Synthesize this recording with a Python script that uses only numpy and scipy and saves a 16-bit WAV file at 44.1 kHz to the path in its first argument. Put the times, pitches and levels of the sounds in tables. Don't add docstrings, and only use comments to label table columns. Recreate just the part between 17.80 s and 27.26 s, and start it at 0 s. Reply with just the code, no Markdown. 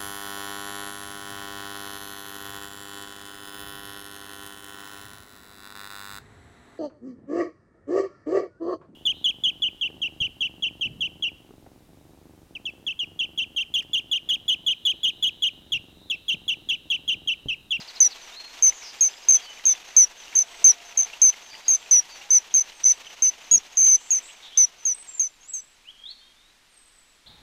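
import sys
import numpy as np
from scipy import signal
from scipy.fft import rfft, irfft, next_fast_len
from scipy.io import wavfile

SR = 44100
rng = np.random.default_rng(int(sys.argv[2]) if len(sys.argv) > 2 else 0)


def pcm_store(signal):
    levels = np.round(np.clip(np.atleast_2d(signal), -1, 1) * 32767)
    wavfile.write(sys.argv[1], SR, levels.astype(np.int16).T)


N = 417186
TIME = np.arange(N) / SR

# f/Hz, relative level/dB
NEAR_HISS_SPECTRUM = [(15, -36.5), (25, 0.5), (64, -24.5), (170, -15.5), (206, -13.5), (463, -4), (575, -5),
                      (677, 0), (1370, -4), (2910, 1), (5140, -6.5), (6210, -2.5), (9320, -22.5),
                      (14800, -22), (16000, -41)]
FAR_HISS_SPECTRUM = [(25, 1.5), (45, -5), (90, -12.5), (160, -15.5), (250, -11), (500, -15), (900, -13.5),
                     (1800, -11), (3900, -11.5), (4900, -14.5), (8400, -19.5), (12200, -27), (15500, -36)]
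# t/s, level/dB
NEAR_HISS_FADE = [(0, -46.5), (4, -46.5), (5.7, -48), (6.9, -52), (7.3, -56), (7.7, -63.5), (9.46, -78.5)]
# t/s, notes in the run, spacing/s, length/s, start f/Hz, end f/Hz, level/dB, hoarseness/Hz
CHIRP_RUNS = [(0, 5, .076, 0.034, 5250, 3700, -41.5, 280), (0.918, 1, 0, 0.11, 6840, 6140, -46.5, 294),
              (1.009, 1, 0, 0.11, 5920, 4600, -42.5, 330), (1.13, 1, 0, .3, 7350, 7350, -58, 150),
              (1.185, 5, .06, 0.022, 4690, 5300, -49, 89.8), (1.539, 1, 0, .09, 3430, 3200, -46, 60),
              (1.616, 1, 0, .06, 4830, 4340, -47.5, 100), (1.658, 1, 0, .08, 3050, 2967, -44, 40),
              (1.846, 1, 0, .13, 3554, 3500, -48.5, 30), (2.64, 1, 0, 0.25, 8000, 8050, -59.5, 70),
              (3.698, 2, .142, 0.076, 4750, 4750, -46.5, 150), (3.73, 2, .13, .085, 885, 854, -55, 30),
              (3.914, 1, 0, .17, 7600, 7330, -59, 150), (4.291, 1, 0, .07, 4760, 4430, -48.5, 110),
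              (4.39, 1, 0, .1, 817, 815, -55, 30), (4.9, 1, 0, .3, 8410, 7920, -60.5, 193),
              (6.147, 1, 0, 0.26, 7370, 7440, -52.5, 420), (6.421, 1, 0, 0.095, 7600, 7850, -47.5, 330),
              (6.48, 1, 0, .04, 2766, 3200, -46, 300), (6.619, 1, 0, 0.078, 3560, 3650, -45.5, 300),
              (6.71, 1, 0, .1, 3000, 4000, -45, 170)]
# t/s, length/s, centre f/Hz, fall/Hz, arch/Hz, level/dB, fade/dB, unsteadiness/dB
CALLS = [(0.2038, 0.071, 6037, 440, -160, -10.5, 4, 2.5), (0.8246, 0.074, 6214, 260, -40.5, -11, 0.0, 1.8),
         (1.2088, 0.075, 6294, 440, -130, -13.4, 7.5, -0.3),
         (1.4859, 0.085, 6240, 300, -30.5, -12, 4.5, 5.7), (1.8547, 0.077, 6233, 460, -59, -13, 7.5, 2.1),
         (2.1655, 0.082, 6110, 480, -120, -8.5, 5.5, 1.3), (2.5531, 0.074, 6202, 250, 9, -13.5, 1, -3),
         (2.8431, 0.074, 6136, 620, 132, -8, 6, 2), (3.1728, 0.076, 6236, 240, -100, -16.5, 10, 3.7),
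         (3.4171, 0.086, 6200, 270, -48.5, -9.5, 4.5, 0), (3.8816, 0.076, 6346, 370, -21, -13.5, 1.0, 2.9),
         (4.1112, 0.09, 5966, 390, -130, -10, 5.5, 1), (4.5049, 0.08, 6112, 300, 0.5, -10, -3, 1.0),
         (4.7405, 0.081, 6218, 400, -200, -14.5, 6.5, 3.8), (5.035, 0.091, 6093, 50, -6, -14, 2.5, 6.5),
         (5.4223, 0.076, 6166, 250, -170, -13.5, 4, 1), (5.7126, 0.066, 6498, 800, 461, -9.5, -2, 3.5),
         (5.9712, 0.19, 6205, 180, 56, -11, -2.5, 1.3), (6.306, 0.086, 6300, 680, -280, -16.5, 8.5, 1.5),
         (6.7744, 0.077, 6077, 270, -80, -11, 2, 1.5), (7.053, 0.08, 6177, 640, -140, -18, 3, 1.5),
         (7.396, 0.083, 6227, 440, -100, -21.5, 15.5, 2), (7.737, 0.072, 6264, 420, -160, -30, 12.5, 1.3)]
# harmonic, multiple of the spacing, relative level/dB
RECORDER_SIDE_TONES = [(1, -1, -35.5), (1, 1, -30.5), (1, 2, -45), (2, -2, -47.5), (2, -1, -49.5)]
# f/Hz, relative level/dB
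RASP_SPECTRUM = [(30, -6), (150, -1.5), (500, -20.5), (1500, -2), (3200, -20), (4400, 6), (5100, -14),
                 (6800, 3.5), (8200, -1.5), (9000, -12.5), (11000, -4.5), (13000, -12), (15500, -6)]
SNAP_SPECTRUM = [(1000, -25.5), (4000, -15.5), (5800, 1.5), (7500, 1.0), (10000, -36.5)]
# f/Hz, relative level/dB
RUMBLE_SPECTRUM = [(25, -12), (90, 1), (220, 0.5), (400, -5), (800, -15.5), (1500, -27), (4000, -52)]
# t/s, length/s, start f/Hz, end f/Hz, level/dB, swell/dB
WHISTLE_NOTES = [(0.522, 0.053, 3540, 4200, -47.5, 3), (0.568, 0.12, 4220, 4250, -44, -3.5),
                 (2.549, .7, 683, 702, -58.5, 5), (7.138, 0.095, 8270, 8100, -46.5, -6),
                 (7.272, 0.12, 7540, 7220, -44, 3), (7.629, 0.041, 6450, 7200, -51, 3),
                 (7.673, 0.11, 7740, 7700, -42.5, -3), (8.039, 0.074, 2250, 3420, -52, 26),
                 (8.176, 0.098, 3200, 3330, -52.5, 8), (8.251, 0.074, 3380, 4540, -42, -2),
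                 (8.4, 0.13, 3140, 3280, -61.5, -2), (8.392, 0.095, 3560, 3730, -60, 0),
                 (8.56, .16, 3510, 3950, -65.5, -2), (8.89, 0.098, 8950, 8280, -65, 14),
                 (8.981, .4, 8300, 7660, -65, -10)]
# t/s, relative level/dB, f/Hz
DRY_TICKS = [(3.334, -26, 2820), (3.5287, -32, 2850), (4.4141, -34.5, 2800), (5.2689, -30, 2930),
             (5.3061, -35, 2964), (5.46, -29.5, 2864), (6.1826, -34.5, 2958), (6.318, -31.5, 2640)]
# t/s, length/s, level/dB
MIC_PUFFS = [(4.102, 0.062, -62), (5.709, .08, -45)]


def from_db(db):
    return 10 ** (np.asarray(db) / 20)


def rms_one(x):
    return x / np.sqrt(np.mean(x ** 2) + 1e-20)


def span(start, end):
    return slice(max(0, int(start * SR)), min(N, int(end * SR)))


def ramp(u):
    return np.sin(np.pi / 2 * np.clip(u, 0, 1)) ** 2


def swell(at, start, length):
    u = np.clip((TIME[at] - start) / length, 0, 1)
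    return u, np.sqrt(np.abs(np.sin(np.pi * u)))


def drift(rate_hz):
    lowpass = signal.butter(2, rate_hz, fs=SR, output="sos")
    return rms_one(signal.sosfilt(lowpass, rng.standard_normal(N + SR))[SR:])


def noise(spectrum):
    size = next_fast_len(N)
    hz, level_db = np.transpose(spectrum)
    bins = np.maximum(np.fft.rfftfreq(size, 1 / SR), 1)
    colour = from_db(np.interp(np.log(bins), np.log(hz), level_db))
    return rms_one(irfft(rfft(rng.standard_normal(size)) * colour, size)[:N])


def phase_of(hz):
    return 2 * np.pi * np.cumsum(hz) / SR


def patter(per_s=70, low_hz=2000, high_hz=4000, ring_cycles=45, spread_db=5.0, pitches=16):
    sizes = from_db(spread_db * np.minimum(rng.exponential(1, N), 3))
    clicks = (rng.random(N) < per_s / SR) * sizes
    out, pitch_index = np.zeros(N), rng.integers(0, pitches, N)
    for k, hz in enumerate(np.linspace(low_hz, high_hz, pitches)):
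        decay, angle = from_db(-60 * hz / (ring_cycles * SR)), 2 * np.pi * hz / SR
        poles = [1, -2 * decay * np.cos(angle), decay ** 2]
        out += signal.lfilter([0, np.sin(angle)], poles, clicks * (pitch_index == k) + 1e-18)
    return rms_one(out)


def air(flicker_db=2.0, ring_hz=935, ring_db=-17, patter_db=-9, far_db=-59.7):
    ring = from_db(ring_db) * drift(27) * np.sin(2 * np.pi * ring_hz * TIME)
    near = rms_one(noise(NEAR_HISS_SPECTRUM) + ring + from_db(patter_db) * patter())
    near *= from_db(flicker_db * drift(22))
    near_db = np.interp(TIME, *np.transpose(NEAR_HISS_FADE))
    return from_db(near_db) * near + from_db(far_db) * noise(FAR_HISS_SPECTRUM)


def chirping_birds():
    out, shake = np.zeros(N), drift(500)
    for first, count, spacing, length, start_hz, end_hz, level_db, hoarse_hz in CHIRP_RUNS:
        for start in first + spacing * np.arange(round(count)):
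            at = span(start, start + length)
            u, shape = swell(at, start, length)
            pitch = start_hz * (end_hz / start_hz) ** u + hoarse_hz * shake[at]
            out[at] += from_db(level_db) * shape * np.sin(phase_of(pitch))
    return np.sqrt(2) * out


def scatter(x, t60_s, delay_s):
    t = TIME[:SR]
    tail = rng.standard_normal(SR) * from_db(-60 * t / t60_s) * ramp(t / delay_s - 1)
    return signal.fftconvolve(x, tail / np.sqrt(np.sum(tail ** 2)))[:N]


def call_contours(jitter_hz=14, shimmer_db=0.4252, roughening=4.5, roughen_s=.0053):
    warble_per_s, warble_hz = 40, 105
    scoop_hz, scoop_s, flick_hz, flick_s = 150, .0036, 118.6, .006
    lowest_hz, knee_hz = 5580, 70
    full_attack_s, release_s = .0013, .016
    full_db, bulge_db, utmost_db = -10.5, 1, -5.5
    pitch = np.full(N, np.mean(np.array(CALLS)[:, 2]))
    strength, rough = np.zeros(N), np.ones(N)
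    wander_turns = .083 * drift(20)
    dips = (np.minimum(drift(55) ** 2, 6) - 1) / np.sqrt(2)
    for call, start_turn in zip(CALLS, rng.random(len(CALLS))):
        start, length, centre_hz, fall_hz, arch_hz, level_db, fade_db, unsteady_db = call
        attack = full_attack_s * 2 ** ((full_db - level_db) / 10)
        at = span(start - attack, start + length + release_s)
        t = TIME[at] - start
        u = np.clip(t / length, 0, 1)
        arch = 1 / 3 - (2 * u - 1) ** 2
        glide = centre_hz + fall_hz * (.5 - u) + arch_hz * arch
        warble = warble_hz * np.cos(2 * np.pi * (warble_per_s * t + start_turn + wander_turns[at]))
        sag = scoop_hz * np.exp(-u * length / scoop_s) + flick_hz * np.exp((u - 1) * length / flick_s)
        pitch[at] = lowest_hz + knee_hz * np.logaddexp(0, (glide + warble - sag - lowest_hz) / knee_hz)
        loudness_db = level_db + fade_db * (.5 - u) + bulge_db * arch - unsteady_db * dips[at]
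        gate = ramp(t / attack + .5) * ramp((length - t) / release_s + .45)
        strength[at] = gate * from_db(np.minimum(loudness_db, utmost_db))
        rough[at] = 1 + roughening * np.exp((u - 1) * length / roughen_s)
    return pitch + jitter_hz * rough * drift(200), strength * from_db(shimmer_db * rough * drift(220))


def kingfisher(octave_db=-40, side_spacing_hz=3900, rasp_db=-38, snap_db=-20, rumble_db=-45):
    pitch, strength = call_contours()
    phase, side_phase = phase_of(pitch), 2 * np.pi * side_spacing_hz * TIME
    tone = np.sin(phase) + from_db(octave_db) * np.sin(2 * phase)
    for harmonic, multiple, level_db in RECORDER_SIDE_TONES:
        tone += from_db(level_db) * np.sin(harmonic * phase + multiple * side_phase)
    rise = np.maximum(strength - np.interp(TIME - .0011, TIME, strength), 0)
    snap = from_db(snap_db) * rise * noise(SNAP_SPECTRUM)
    rumble = from_db(rumble_db) * strength ** 2 * noise(RUMBLE_SPECTRUM)
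    rasp = from_db(rasp_db) * noise(RASP_SPECTRUM)
    return strength * (tone + rasp) + snap + rumble


def far_echo(x, delay_s=.205, gain_db=-39.5):
    delayed = np.interp(TIME - delay_s, TIME, x, left=0)
    return from_db(gain_db) * scatter(delayed, t60_s=.045, delay_s=.0017)


def whistling_birds(waver_share=.0095, flutter_db=3.5, edge_s=.007):
    out, waver, flutter = np.zeros(N), waver_share * drift(220), flutter_db * drift(60)
    for start, length, start_hz, end_hz, level_db, swell_db in WHISTLE_NOTES:
        at = span(start, start + length)
        u = np.clip((TIME[at] - start) / length, 0, 1)
        gate = ramp(u * length / edge_s) * ramp((1 - u) * length / edge_s)
        glide = start_hz + (end_hz - start_hz) * u
        pitch = glide * (1 + waver[at] * glide / 6000)
        strength = gate * from_db(level_db + swell_db * (u - .5) + flutter[at])
        out[at] += strength * np.sin(phase_of(pitch))
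    return np.sqrt(2) * out


def ticks(band_ratio=1.052, gain_db=-4, attack_s=.0015, t60_s=.05):
    out, white = np.zeros(N), rng.standard_normal(N)
    for start, level_db, hz in DRY_TICKS:
        at = span(start - .002, start + .1)
        t = TIME[at] - TIME[at][0]
        band = signal.butter(2, [hz / band_ratio, hz * band_ratio], "band", fs=SR, output="sos")
        envelope = ramp(t / attack_s) * from_db(level_db + gain_db - 60 * t / t60_s)
        out[at] += envelope * rms_one(signal.sosfilt(band, white[at]))
    return out


def puffs():
    out, rumble = np.zeros(N), noise(RUMBLE_SPECTRUM)
    for start, length, level_db in MIC_PUFFS:
        at = span(start, start + length)
        _, shape = swell(at, start, length)
        out[at] += from_db(level_db) * shape * rumble[at]
    return out


def scene(near_scatter_db=-21, far_scatter_db=-8):
    near, far = kingfisher(), whistling_birds() + chirping_birds()
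    near = near + far_echo(near) + from_db(near_scatter_db) * scatter(near, t60_s=.11, delay_s=.004)
    far = far + from_db(far_scatter_db) * scatter(far, t60_s=.49, delay_s=.008)
    return (near + far + ticks() + air() + puffs())[None]


def record(dry, cutoff_hz=15500):
    return signal.sosfilt(signal.ellip(10, .1, 80, cutoff_hz, fs=SR, output="sos"), dry)


dry = scene()
out = record(dry)
pcm_store(out)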